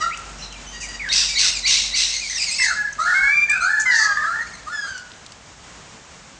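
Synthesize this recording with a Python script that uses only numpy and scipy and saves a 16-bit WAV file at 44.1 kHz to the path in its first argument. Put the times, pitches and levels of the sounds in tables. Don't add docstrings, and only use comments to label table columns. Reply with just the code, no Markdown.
import sys
import numpy as np
from scipy import signal
from scipy.fft import rfft, irfft, next_fast_len
from scipy.io import wavfile

SR = 44100
rng = np.random.default_rng(int(sys.argv[2]) if len(sys.argv) > 2 else 0)


def to_wav(sig):
    pcm = np.clip(np.atleast_2d(sig), -1, 1) * 32767
    pcm = np.round(pcm).astype(np.int16)
    wavfile.write(sys.argv[1], SR, pcm.T)


N = 281799
T = np.arange(N) / SR

# start t/s, break-up t/s, end t/s, whistle f/Hz, beak resonance f/Hz, relative level/dB
SCREECH_CUES = [(1.092, 1.12, 1.35, 1847, 4750, -16.5), (1.344, 1.381, 1.508, 1912, 4230, -16),
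                (1.625, 1.665, 1.905, 1961, 4020, -16), (1.909, 1.951, 2.19, 1942, 4160, -18.5)]
# f/Hz, gain/dB
SCREECH_EQ = [(410, -93), (700, -70), (1090, -7.5), (1190, -21), (1560, -17), (1930, -25.5), (2180, -15.5),
              (2700, -10), (3390, 0), (4060, -7), (4590, -0.5), (5690, -1.5), (7970, -9), (9440, -18),
              (10300, -13.5), (13400, -82), (22000, -120)]
# t/s, length/s, start f/Hz, end f/Hz, level/dB, overtones/dB, roughness/0-1
CHIRP_CUES = [(0.105, .048, 1946, 2954, -32.5, -28, 0.75), (0.388, 0.07, 2920, 2960, -47.5, -1, .8),
              (.42, 0.048, 4120, 4130, -37.5, -28, 0.27), (.512, 0.067, 3350, 2270, -43, -26, 0.8),
              (.661, 0.1, 3010, 3165, -47.5, 4, 0.33), (.809, 0.053, 2790, 2140, -37, -22, 0.3),
              (0.993, 0.097, 2477, 1538, -31.5, -25, 0.33), (1.19, 0.054, 1900, 1320, -41, -19, 0.3),
              (1.287, 0.1, 2373, 2260, -34.5, -1, .35), (1.417, 0.052, 1822, 1328, -37, -5, 0.33),
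              (1.523, 0.078, 2950, 2077, -36, 6, 0.17), (2.126, 0.081, 2193, 2176, -37, 5, 0.6),
              (2.206, 0.078, 2587, 2153, -32, -6.5, 0.25), (2.291, 0.091, 2060, 1984, -35.5, -3, 0.74),
              (2.294, 0.034, 6330, 5830, -29.5, -20, 0), (2.343, 0.041, 6500, 5150, -28, -27, 0.06),
              (2.377, 0.077, 2627, 2495, -31, 2, 0.88), (2.379, .07, 4990, 4850, -28, -23, 0),
              (2.46, 0.05, 2335, 2067, -33.5, 3, .15), (2.506, 0.047, 2403, 2690, -30.5, 1.5, 0.3),
              (2.508, .028, 8700, 7970, -31, -16, .05), (2.545, 0.034, 2170, 2320, -37.5, 8, .2),
              (2.581, 0.055, 2720, 2620, -28, 5, 0.2), (2.637, .07, 2292, 2167, -34.5, 6, 0.54),
              (2.866, 0.018, 1795, 1554, -25.5, -32, 0.2), (2.997, .07, 1903, 2286, -44.5, 5, 0.5),
              (3.603, 0.069, 1950, 2350, -50, 13.5, 0.26), (4.168, 0.023, 1674, 1903, -21.5, -28, 0.37),
              (4.206, 0.065, 1757, 1738, -26.5, -27, 0.62)]
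# f/Hz, gain/dB
BEAK_EQ = [(1500, -9), (3000, 2.5), (5000, -1.5), (6500, -1), (8000, -7), (10000, -30)]
# start t/s, end t/s, f/Hz, level/dB, overtones/dB
CHATTER_RUNS = [(3.309, 3.48, 6560, -42.5, -20), (4.302, 4.58, 2180, -48.5, 0)]
# t/s, length/s, centre f/Hz, width/Hz, level/dB
HISS_CUES = [(0.373, 0.098, 5630, 880, -43), (0.796, 0.073, 6250, 1780, -34.5),
             (2.116, 0.66, 4960, 3350, -34), (2.613, 0.059, 5400, 3040, -24.5),
             (2.924, 0.014, 6230, 1000, -37), (3.036, 0.17, 4500, 4020, -39),
             (3.793, 0.035, 6680, 2000, -26), (3.902, 0.078, 4560, 1200, -28),
             (3.978, 0.086, 4680, 604, -25), (3.929, 0.15, 6170, 1540, -27.5),
             (4.158, 0.43, 5340, 3450, -52)]
# t/s, length/s, start f/Hz, middle f/Hz, end f/Hz, level/dB, overtones/dB, roughness/0-1
SWOOP_CUES = [(0, 0.11, 609.5, 672, 694, -24.5, -1.5, 0.54), (2.585, 0.16, 1042, 927.5, 625, -23, 3, 0.74),
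              (2.754, 0.13, 818.4, 864.7, 837, -25.5, -22, 0),
              (2.98, 0.35, 620.4, 775.6, 864.6, -22.5, 0, 0.54), (3.053, 0.1, 821, 892, 803, -24, -4, 0.8),
              (3.482, 0.14, 957, 795, 742, -27.5, 0, 0.76),
              (3.607, 0.23, 629.4, 853, 821, -21.5, 0.5, 0.61),
              (3.848, 0.24, 680, 928.6, 975, -24, -4, 0.7), (3.985, .175, 648, 636, 589, -32.5, -6, 0.7),
              (4.162, 0.21, 591.5, 644.4, 723, -27, -1, .4), (4.317, .13, 809, 913.6, 947, -28.5, -14, 0.5),
              (4.66, 0.11, 588, 689, 686, -34, 3, 0.57), (4.829, 0.082, 593, 710, 762, -37, 12, 0.78)]
# f/Hz, gain/dB
SWOOP_THROAT = [(500, -22), (900, -21), (1900, -20), (2400, -34), (3400, -36), (4000, -22), (4600, -22),
                (5400, -32), (6500, -27), (7600, -26), (10000, -38)]
# t/s, length/s, start f/Hz, middle f/Hz, end f/Hz, level/dB, swell/dB, overtones/dB,
# odd harmonics/dB, roughness/0-1, vibrato/share of pitch
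WHINE_CUES = [(0, 0.083, 974, 953, 930, -37.5, -15, 14, -5, 0.83, 0),
              (0.713, 0.26, 927, 957, 949, -42, 2, 11, 3, .48, 0.005),
              (3.135, 0.32, 1055, 1134, 1217, -19.5, 6, -9.5, 0.5, 0.16, .014),
              (3.488, 0.12, 1161, 1240, 1311, -24.5, -27, -7, 2.5, 0.15, 0),
              (3.85, .305, 1059, 880, 800, -20.5, -6.5, -6, 0.5, 0.02, 0.0014),
              (4.716, .29, 877.5, 805.7, 717, -33.5, -7.5, 7, -16, 0.28, 0.00047)]
# f/Hz, gain/dB
WHINE_THROAT = [(500, -23), (1150, -26), (2000, -20), (2550, -25), (2900, -18), (3350, -22), (3750, -24),
                (4200, -22), (4800, -15), (5500, -20), (6400, -18), (7500, -29), (10000, -42)]
# t/s, relative level/dB, tip resonance f/Hz
SNAP_CUES = [(0.1737, -26, 7060), (0.525, -27.5, 5600), (.8875, -26.5, 7500), (1.089, -19, 3760),
             (3.497, -16, 7340), (4.9782, -25.5, 6140), (5.117, -33.5, 3940)]
# delay t/s, level/dB
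WALL_ECHOES = [(0.019, -7), (0.043, -12.5), (0.079, -17.5), (0.12, -17)]
# f/Hz, gain/dB
AIR_EQ = [(15, -21.5), (25, -10), (55, 4.5), (90, -4.5), (120, -5.5), (150, -2), (319, -10.5), (442, -10.5),
          (584, -8.5), (991, -7.5), (1810, -10), (3080, -13), (4380, -15), (6900, -12), (8440, -20),
          (10300, -36), (13400, -99), (22000, -120)]
# t/s, level/dB
AIR_RIDE = [(0, -41), (.6, -41), (2.5, -45), (4.6, -44), (5.5, -46), (5.7, -44), (6.4, -45)]
# f/Hz, relative level/dB
HUM_PARTIALS = [(48.4, -41.5), (145.3, -70.5), (236, -62)]
# t/s, gain/dB
HUM_RIDE = [(0, -8), (.4, 2), (2, -0.5), (2.3, -6), (2.6, -8), (6.4, -29.5)]
# t/s, length/s, f/Hz, level/dB
THUMP_CUE = (3.2, .09, 42, -38)
# t/s, length/s, f/Hz, level/dB
HOOT_CUE = (5.83, .24, 445, -57)

TOP_HZ = 9800


def screeches(trim_db=-3, scoop=.18, chaos_hz=2400, rattle=.23, rattle_hz=600):
    out = np.zeros(N)
    for start, burst, end, pitch, beak_hz, db in SCREECH_CUES:
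        t = span(start, end)
        lead_in = np.clip((t - start) / (burst - start), 0, 1)
        rough = np.clip((t - burst) / .018 + .3, 0, 1)
        hz = pitch * (1 + scoop * (1 - rough) * (2 * lead_in - .8) ** 2 + .045 * rough)
        shake = .012 * wobble(t, chaos_hz) + rough * (.05 * wobble(t, chaos_hz) + .055 * wobble(t, 170))
        tone = syrinx(hz, shake, [(2000, 9), (6000, 2.5), (10000, -2.5)], -21 * (1 - rough), 0, order=2)
        whistle = unit(colour(tone, SCREECH_EQ)) * undb(4 * (.5 - rough))
        other_shake = .0342 * wobble(t, chaos_hz) + .051 * wobble(t, 200)
        other_side = syrinx(hz * 1.33, other_shake, BEAK_EQ, 0, 0, order=1)
        clash = unit(colour(other_side, SCREECH_EQ)) * undb(-4.5)
        breath = unit(colour(rng.standard_normal(len(t)), SCREECH_EQ)) * undb(-8.5)
        ring = beak_ring(len(t), beak_hz) * undb(-3.5)
        bite = band(len(t), 2600, 450) * undb(-14)
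        voice = whistle + rough * (breath + clash + ring + bite)
        depth = rattle * rough
        slaps = np.exp(depth * np.minimum(wobble(t, rattle_hz), 1.5) - depth ** 2)
        add(out, t, voice * slaps * undb(db + screech_force(t, burst)) * fade(t, .0031))
    return out * undb(trim_db)


def screech_force(t, burst, lead_s=.017, hold_s=.073, rise_db_per_s=607, fall_db_per_s=95.5):
    early = np.maximum(burst - lead_s - t, 0)
    late = np.maximum(t - burst - hold_s, 0)
    return -rise_db_per_s * early - fall_db_per_s * late


def beak_ring(count, hz, width_hz=400, puffs_per_s=380):
    puffs = (rng.random(count) < puffs_per_s / SR) * (1 + rng.random(count))
    return unit(signal.lfilter(*signal.iirpeak(hz, hz / width_hz, fs=SR), puffs))


def syrinx(hz, shake, throat, overtones_db, odd_db, order):
    phase = 2 * np.pi * np.cumsum(hz * (1 + shake)) / SR
    out = np.sin(order * phase)
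    for k in range(1, int(TOP_HZ / hz.min()) + 1):
        if k != order:
            gain = response(k * hz, throat) * undb(overtones_db * (k > order) + odd_db * (k % 2))
            out += gain * np.sin(k * phase) * (k * hz < SR / 3)
    return np.sqrt(2) * out


def swoops(detune=.068, attack_s=.016, release_s=.028, arch_db=2):
    out = np.zeros(N)
    for start, length, first_hz, middle_hz, last_hz, db, overtones_db, rough in SWOOP_CUES:
        t = span(start, start + length)
        hz = glide(t, first_hz, middle_hz, last_hz) * (1 + .0176 * wobble(t, 45))
        lead = syrinx(hz, .03 * rough * wobble(t, 300), SWOOP_THROAT, overtones_db, odd_db=-3, order=2)
        wander = .0525 * wobble(t, 200)
        slack = syrinx(hz * (1 - detune), wander, SWOOP_THROAT, overtones_db - 8.5, odd_db=-3, order=2)
        tone = lead + undb(-3) * rough * slack
        flutter = 1 + .5 * rough * wobble(t, 110)
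        edges = np.clip(np.minimum((t - t[0]) / attack_s, (t[-1] - t) / release_s), 0, 1)
        force = undb(db - arch_db * np.linspace(-1, 1, len(t)) ** 2) * edges
        add(out, t, tone * force * flutter)
    return out


def whines(jitter_hz=450, vibrato_hz=5.8):
    out = np.zeros(N)
    for start, length, *pitches, db, swell_db, overtones_db, odd_db, rough, vibrato in WHINE_CUES:
        t = span(start, start + length)
        hz = glide(t, *pitches) * (1 + vibrato * np.sin(2 * np.pi * vibrato_hz * (t - start)))
        shake = .035 * rough * wobble(t, jitter_hz)
        tone = syrinx(hz, shake, WHINE_THROAT, overtones_db, odd_db, order=2)
        force = undb(db + swell_db * np.linspace(-.5, .5, len(t)))
        tremor = 1 + (.05 + .45 * rough) * wobble(t, 80)
        add(out, t, tone * force * tremor * fade(t, .018))
    return out


def chirps(jitter_hz=1100, sag=.01):
    out = np.zeros(N)
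    for start, length, first_hz, last_hz, db, overtones_db, rough in CHIRP_CUES + chatter():
        t = span(start, start + length)
        hz = glide(t, first_hz, np.sqrt(first_hz * last_hz) * (1 - sag), last_hz)
        shake = .06 * rough * (wobble(t, jitter_hz) + wobble(t, 140))
        tone = syrinx(hz, shake, BEAK_EQ, overtones_db, 0, order=1)
        flutter = 1 + .31 * wobble(t, 200)
        add(out, t, tone * undb(db) * flutter * fade(t, .0056))
    return out


def chatter(step_s=.055, note_s=.03, fall=.06, rough=.15, pitch_spread=.063, spread_db=7):
    cues = []
    for start, end, pitch, db, overtones_db in CHATTER_RUNS:
        for beat in np.arange(start, end, step_s):
            late, sharp, loud = rng.standard_normal(3)
            onset = beat + late * step_s / 10
            hz = pitch * (1 + pitch_spread * sharp)
            note_db = db + spread_db * loud
            cues.append((onset, note_s, hz * (1 + fall), hz * (1 - fall), note_db, overtones_db, rough))
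    return cues


def hisses(flutter_hz=190, depth=.15):
    out = np.zeros(N)
    for start, length, hz, width_hz, db in HISS_CUES:
        t = span(start, start + length)
        phase = 2 * np.pi * np.cumsum(flutter_hz * (1 + .078 * wobble(t, 91))) / SR
        flutter = 1 + depth * np.sin(phase)
        add(out, t, band(len(t), hz, width_hz) * flutter * undb(db) * fade(t, length / 4))
    return out


def snaps(decay_s=.0038, trim_db=-5, jaw_hz=2800, jaw_db=-11):
    out = np.zeros(N)
    for start, db, tip_hz in SNAP_CUES:
        t = span(start, start + .019)
        tip = band(len(t), tip_hz, 2400)
        jaw = band(len(t), jaw_hz, 2300) * undb(jaw_db)
        add(out, t, (tip + jaw) * np.exp(-(t - t[0]) / decay_s) * undb(db + trim_db))
    return out


def grass(ticks_per_s=6.4, db=-45.5, spread_db=7, decay_s=.0027):
    out = np.zeros(N)
    for start in rng.uniform(0, T[-1] - .02, int(ticks_per_s * T[-1])):
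        t = span(start, start + .012)
        tick = band(len(t), hz=4200, width_hz=4000) * np.exp(-(t - t[0]) / decay_s)
        add(out, t, tick * undb(db + spread_db * rng.standard_normal()))
    return out


def yard(x, t60_s=1.0, tail_db=-12, smear_s=.0025):
    t = span(0, .95)
    tail = rng.standard_normal(len(t)) * undb(-60 * t / t60_s) * np.minimum(t / .01, 1)
    impulse = tail / np.linalg.norm(tail) * undb(tail_db)
    impulse[0] += 1
    for delay, db in WALL_ECHOES:
        scatter = rng.standard_normal(len(t)) * np.exp(-np.abs(t - delay) / smear_s)
        impulse += scatter / np.linalg.norm(scatter) * undb(db)
    return signal.fftconvolve(x, impulse)[:N]


def outdoor_air():
    wash = unit(colour(rng.standard_normal(N), AIR_EQ))
    return wash * undb(ride(AIR_RIDE) + wobble(T, 16))


def hum():
    drifting_time = np.cumsum(1 + .0026 * wobble(T, 3.4)) / SR
    tone = sum(undb(db + .6 * wobble(T, 6.3)) * np.sin(2 * np.pi * hz * drifting_time)
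               for hz, db in HUM_PARTIALS)
    return np.sqrt(2) * tone * undb(ride(HUM_RIDE))


def swell(start, length, hz, db):
    out, t = np.zeros(N), span(start, start + length)
    add(out, t, np.sqrt(2) * np.sin(2 * np.pi * hz * (t - t[0])) * undb(db) * fade(t, length / 2))
    return out


def undb(db):
    return 10 ** (np.asarray(db) / 20)


def unit(x):
    return x / (x.std() + 1e-12)


def response(hz, eq):
    f, db = np.transpose(eq)
    return undb(np.interp(np.log(np.maximum(hz, 1)), np.log(f), db))


def colour(x, eq):
    size = next_fast_len(len(x) + 512)
    return irfft(rfft(x, size) * response(np.fft.rfftfreq(size, 1 / SR), eq), size)[:len(x)]


def band(count, hz, width_hz):
    f = np.fft.rfftfreq(count, 1 / SR) + 1
    off_centre = (f * f - hz * hz) / (f * width_hz)
    return unit(irfft(rfft(rng.standard_normal(count)) / (1 + off_centre ** 2), count))


def wobble(t, rate_hz):
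    position = (t - t[0]) * rate_hz
    points = rng.standard_normal(int(position[-1]) + 2)
    return np.sqrt(3 / 2) * np.interp(position, np.arange(len(points)), points)


def glide(t, first_hz, middle_hz, last_hz):
    arc = np.polyfit([0, .5, 1], [first_hz, middle_hz, last_hz], 2)
    return np.polyval(arc, np.linspace(0, 1, len(t)))


def ride(points):
    return np.interp(T, *np.transpose(points))


def span(start, end):
    return T[max(int(start * SR), 0):int(end * SR)]


def fade(t, edge_s):
    return np.sin(np.pi / 2 * np.clip(np.minimum(t - t[0], t[-1] - t) / edge_s, 0, 1)) ** 2


def add(out, t, x):
    first = int(round(t[0] * SR))
    out[first:first + len(x)] += x


def scene():
    birds = yard(swoops() + whines() + screeches() + chirps() + hisses() + snaps())
    bed = outdoor_air() + hum() + swell(*THUMP_CUE) + swell(*HOOT_CUE)
    return (birds + bed + grass())[None]


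def record(dry, headroom=.9):
    rounded = headroom * np.tanh(dry[0] / headroom)
    shaped = colour(rounded, [(35, -4.5), (60, -.5), (100, 2), (8200, 1), (9300, -5.5), (10000, -15)])
    high_cut = signal.ellip(8, .2, 80, TOP_HZ, fs=SR, output="sos")
    return signal.sosfilt(high_cut, shaped)[None]


dry = scene()
out = record(dry)
to_wav(out)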